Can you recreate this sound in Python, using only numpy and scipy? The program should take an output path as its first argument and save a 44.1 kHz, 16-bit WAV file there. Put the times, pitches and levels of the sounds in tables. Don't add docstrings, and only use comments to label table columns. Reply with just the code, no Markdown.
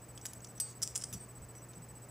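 import sys
import numpy as np
from scipy import signal
from scipy.fft import rfft, irfft
from scipy.io import wavfile
from scipy.ndimage import uniform_filter1d

SR = 44100
rng = np.random.default_rng(int(sys.argv[2]) if len(sys.argv) > 2 else 0)


def master(y):
    cut = np.clip(np.atleast_2d(y).T, -1, 1)
    pcm = np.round(cut * 32767)
    wavfile.write(sys.argv[1], SR, pcm.astype(np.int16))


N = 92610


def amp(db):
    return 10 ** (np.asarray(db) / 20)


def unit(x):
    return x / np.sqrt(np.mean(x ** 2) + 1e-20)


def curve(points, hz):
    f, value = np.transpose(points)
    return np.interp(np.log(hz + 1), np.log(f + 1), value)


def add(mix, start_s, sound):
    part = mix[max(round(start_s * SR), 0):][:len(sound)]
    part += sound[:len(part)]


def eq(x, gain):
    return irfft(rfft(x) * gain(np.fft.rfftfreq(N, 1 / SR)), N)


def noise_band(centre_hz, width_hz):
    return eq(rng.standard_normal(N), lambda f: 1 / (1 + (2 * (f - centre_hz) / width_hz) ** 2))


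def impulse(db):
    log_gain = np.log(amp(np.r_[db, db[-2:0:-1]]))
    response = np.fft.ifft(np.exp(np.conj(signal.hilbert(log_gain)))).real
    return response / np.linalg.norm(response)


def tones(rows):
    t = np.arange(N) / SR
    return sum(np.sqrt(2) * amp(db) * np.sin(2 * np.pi * (hz * t + rng.random())) for hz, db in rows)


def ringing(modes):
    t = np.arange(SR // 2) / SR
    return sum(amp(db - 60 * t / t60) * np.sin(2 * np.pi * hz * t) for hz, db, t60 in modes)


def swells(rows, width_hz, sag_hz=0):
    out = np.zeros(N)
    for start_s, length_s, pitch_hz, db in rows:
        n = int(length_s * SR)
        progress = np.arange(n) / n
        band = signal.hilbert(noise_band(pitch_hz, width_hz))[:n]
        droop = np.exp(-2j * np.pi * np.cumsum(sag_hz * progress ** 2) / SR)
        add(out, start_s, amp(db) * unit((band * droop).real * np.sin(np.pi * progress)))
    return out


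# (frequency [Hz], relative level [dB])
BED_EQ = [(15, -27), (30, -11), (60, 0.5), (100, 0), (170, -0.5), (280, -4.5), (450, -5.5), (800, -10),
          (1500, -16), (2600, -21), (3600, -30), (5800, -24.5), (8000, -25.5), (11000, -31.5), (15500, -41)]
# (frequency [Hz], left-right likeness [0-1])
BED_LIKENESS = [(25, 0.9), (70, 1), (300, 0.96), (2000, .86), (4000, 0.98), (10000, 0.04)]
# (frequency [Hz], level [dB])
MAINS_HUM = [(60, -70), (120, -56)]


def room_tone(bed_db=-56):
    mid = eq(rng.standard_normal(N), lambda f: amp(curve(BED_EQ, f)))
    side = eq(rng.standard_normal(N), lambda f: amp(curve(BED_EQ, f)))
    side = eq(side, lambda f: np.sqrt(np.clip(1 - curve(BED_LIKENESS, f), 0, 1) / 2))
    return amp(bed_db) * np.array([mid + side, mid - side]) / mid.std() + tones(MAINS_HUM)


def whistle(level_db=-72):
    phase = np.angle(signal.hilbert(noise_band(centre_hz=15245, width_hz=40)))
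    return amp(level_db) * unit(np.cos(phase))


# (frequency [Hz], level [dB])
WHINE_TONES = [(8000, -56.5), (12950, -74.5)]
# (frequency [Hz], relative level [dB])
WHINE_HISS_EQ = [(2000, -27), (5000, 6), (7000, -6), (11000, 12.5), (13500, 5), (16000, -4)]


def camera_whine(frame_hz=14.99, first_on_s=0.018, duty=0.485, hiss_db=-68.5):
    frame_phase = (np.arange(N) / SR - first_on_s) * frame_hz % 1
    gate = uniform_filter1d((frame_phase < duty).astype(float), size=24)
    hiss = unit(eq(rng.standard_normal(N), lambda f: amp(curve(WHINE_HISS_EQ, f))))
    return gate * (tones(WHINE_TONES) + amp(hiss_db) * hiss)


# (frequency [Hz], t60 [s])
REVERB_DECAY = [(500, 1), (4000, 0.4), (8000, 0.29), (15000, 0.16)]
# (frequency [Hz], relative level [dB])
REVERB_EQ = [(2000, 2.5), (5000, 1.5)]


def room_reverb(x, wet_db=-11.5, build_s=0.0035):
    hz, t, noise = signal.stft(rng.standard_normal(SR), SR, nperseg=256)
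    decay_db = 60 * t / curve(REVERB_DECAY, hz)[:, None]
    envelope = (1 - np.exp(-t / build_s)) * amp(curve(REVERB_EQ, hz)[:, None] - decay_db)
    tail = signal.istft(noise * envelope, SR, nperseg=256)[1]
    return amp(wet_db) * signal.fftconvolve(x, tail / np.linalg.norm(tail))[:N]


# (time [s], length [s], pitch [Hz], level [dB])
HAND_THUDS = [(.94, 0.16, 190, -62), (1.1, 0.089, 154, -50.5), (1.35, 0.14, 83, -57),
              (1.74, 0.11, 170, -56.5)]


def hand_thuds():
    return swells(HAND_THUDS, width_hz=115)


# (time [s], length [s], pitch [Hz], level [dB])
PIVOT_SQUEAKS = [(1.196, 0.031, 8420, -53.5), (1.214, 0.052, 8520, -59), (1.54, 0.088, 5920, -66)]
# (time [s], length [s], pitch [Hz], level [dB])
PIVOT_SLIDES = [(.652, 0.099, 6800, -60.5), (.955, 0.044, 9150, -52.5)]


def pivot():
    return swells(PIVOT_SQUEAKS, width_hz=81, sag_hz=55) + swells(PIVOT_SLIDES, width_hz=3500)


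# (frequency [Hz], relative level [dB])
METAL_EQ = [(200, -28), (1300, -16), (2200, -17.5), (3600, -13), (4200, -17), (4750, -4.5), (5700, -1),
            (6500, -3), (7500, -0.5), (9400, -11), (10300, 1.5), (10900, -13.5), (11900, -8.5),
            (12900, -21), (13900, -16), (14500, -24), (15500, -14)]


def metal_colour():
    hz = np.fft.rfftfreq(1024, 1 / SR)
    return hz, curve(METAL_EQ, hz)


# (frequency [Hz], relative level [dB], t60 [s])
SWING_MODES = [(4566, -30.5, .75), (5927, -15, .1), (7230, -30, .25), (8185, -1, .235), (10460, -16, .05),
               (11842, -6, .075)]
# (time [s], gain [dB], finger damping [dB/octave], free swing [s])
SWING_KNOCKS = [(0.6004, -24.5, 5, .1), (1.14, -35.5, 47, 0.12)]


def free_handle(catch_db_per_s=145, send_db=21):
    rings, reverb_send = np.zeros((2, N))
    _, metal_db = metal_colour()
    knock = impulse(metal_db)
    lowest_hz = SWING_MODES[0][0]
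    for start_s, gain_db, damping, free_s in SWING_KNOCKS:
        ring = ringing([(hz, db - damping * np.log2(hz / lowest_hz), t60) for hz, db, t60 in SWING_MODES])
        held_s = np.maximum(np.arange(len(ring)) / SR - free_s, 0)
        add(rings, start_s, amp(gain_db - catch_db_per_s * held_s) * ring)
        add(reverb_send, start_s, amp(gain_db - damping + send_db) * knock)
    return rings + room_reverb(reverb_send)


# (frequency [Hz], relative level [dB], t60 [s])
HELD_MODES = [(5170, -9, 0.15), (5421, -12, 0.16), (5570, -10, 0.16), (6300, -4, 0.18), (7150, -3, .26),
              (7940, 2, 0.13), (8250, 4, 0.24), (8200, -2, 0.2), (9200, 4, 0.23)]


def held_handles(detune=0.0059, spread_db=1):
    modes = []
    for hz, db, t60 in HELD_MODES:
        shift, push = rng.uniform(-1, 1, 2)
        modes.append((hz * (1 + detune * shift), db + spread_db * push, t60))
    return ringing(modes)


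# (time [s], relative level [dB], body below 4.5 kHz [relative dB],
# top above 10 kHz [relative dB], resonance [Hz], resonance boost [dB], rattle t60 [s])
CONTACTS = [(0.177, -36, -27.5, -39, 3300, 17, 0.019), (0.2133, -40.5, -32, -45, 5800, 13, 0.025),
            (.254, -26.5, -2, -12, 7230, 8, 0.012), (0.2578, -24.5, -11, -4, 7550, 2, 0.016),
            (.265, -26, -30, -18, 6660, 10, 0.015), (.334, -32.5, -18, -3, 7200, 6, 0.017),
            (.405, -43, -30, -35, 6640, 18, 0.016), (0.445, -35.5, -20, -34, 6940, 3, 0.034),
            (0.4707, -43, -34, -19, 6100, 20, 0.03), (.578, -45, -2, -22, 6000, 17, 0.06),
            (0.6004, -24, -24, -5.5, 4800, 4.5, 0.041), (0.819, -28.5, -29, -26, 8300, 13, 0.022),
            (0.8259, -21, -28, -18, 5580, 10, 0.031), (0.8313, -15.5, -31, -24, 7560, 6, 0.014),
            (0.8348, -21, -29, -25, 7650, 0, 0.014), (0.8372, -23, -27, -25, 5630, 9, .011),
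            (0.8756, -21, -28, -22, 8900, 10, 0.0063), (.951, -29.5, -34, -36, 6940, 12, 0.012),
            (.956, -22, -19, -32, 5800, 3, 0.02), (0.9593, -24.5, -20, -40, 7350, 7.5, 0.042),
            (0.9612, -18, -26, -18, 8870, 17, 0.009), (0.977, -22, -40, -24, 9450, 24, 0.0074),
            (1.0028, -38, -37, -27, 9300, 10, 0.015), (1.0126, -36, -24, -30, 5460, 11, 0.04),
            (1.0194, -32.5, -25, -37, 8150, 16, 0.021), (1.022, -33.5, -10, -35, 5660, 7, 0.028),
            (1.0377, -29, -21, -43, 5000, 3, 0.03), (1.0394, -19.5, -39, -52, 8030, 21, 0.0098),
            (1.1275, -32.5, -5, 4, 6080, 13, 0.042), (1.135, -32, -14, -5, 7340, 12, 0.064),
            (1.1394, -34.5, -10, -4, 5900, 17, 0.058), (1.551, -49, -12, -27, 2200, 19, 0.035),
            (1.734, -48, -1, -30, 6040, 14, 0.051)]


def clacks(clack_db=-7.5, ring_db=-41, tick=2, shelf_depth=0.49, half_width_hz=380):
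    out = np.zeros(N)
    t = np.arange(4096) / SR
    hz, metal_db = metal_colour()
    low_shelf, high_shelf = np.interp(hz, [4000, 5000], [1, 0]), np.interp(hz, [9300, 11000], [0, 1])
    flat_body_db, flat_top_db = -24, -16.5
    for start_s, db, body_db, top_db, peak_hz, boost_db, t60 in CONTACTS:
        rattle = rng.choice([-1, 1], len(t)) * amp(-60 * t / t60)
        rattle[0] = tick
        shelves = low_shelf * (body_db - flat_body_db) + high_shelf * (top_db - flat_top_db)
        resonance = boost_db / (1 + ((hz - peak_hz) / half_width_hz) ** 2)
        clack = signal.fftconvolve(rattle, impulse(metal_db + shelf_depth * shelves + resonance))
        clack *= np.linalg.norm(rattle) / np.linalg.norm(clack)
        add(out, start_s, amp(db + clack_db) * clack)
        add(out, start_s, amp(db + ring_db) * held_handles())
    return out


# (frequency [Hz], side over mid [ratio])
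STEREO_WIDTH = [(3000, .01), (4500, 0.076), (6000, 0.24), (8000, 0.28), (14000, 0.55)]


def scene():
    hits = clacks()
    close = hits + pivot() + room_reverb(hits) + free_handle() + camera_whine() + whistle()
    side = eq(close, lambda f: -1j * curve(STEREO_WIDTH, f))
    return np.array([close + side, close - side]) + hand_thuds() + room_tone()


def record(dry, cutoff_hz=15700):
    lowpass = signal.firwin(255, cutoff_hz, window=("kaiser", 8), fs=SR)
    return signal.oaconvolve(dry, lowpass[None], "same")


dry = scene()
out = record(dry)
master(out)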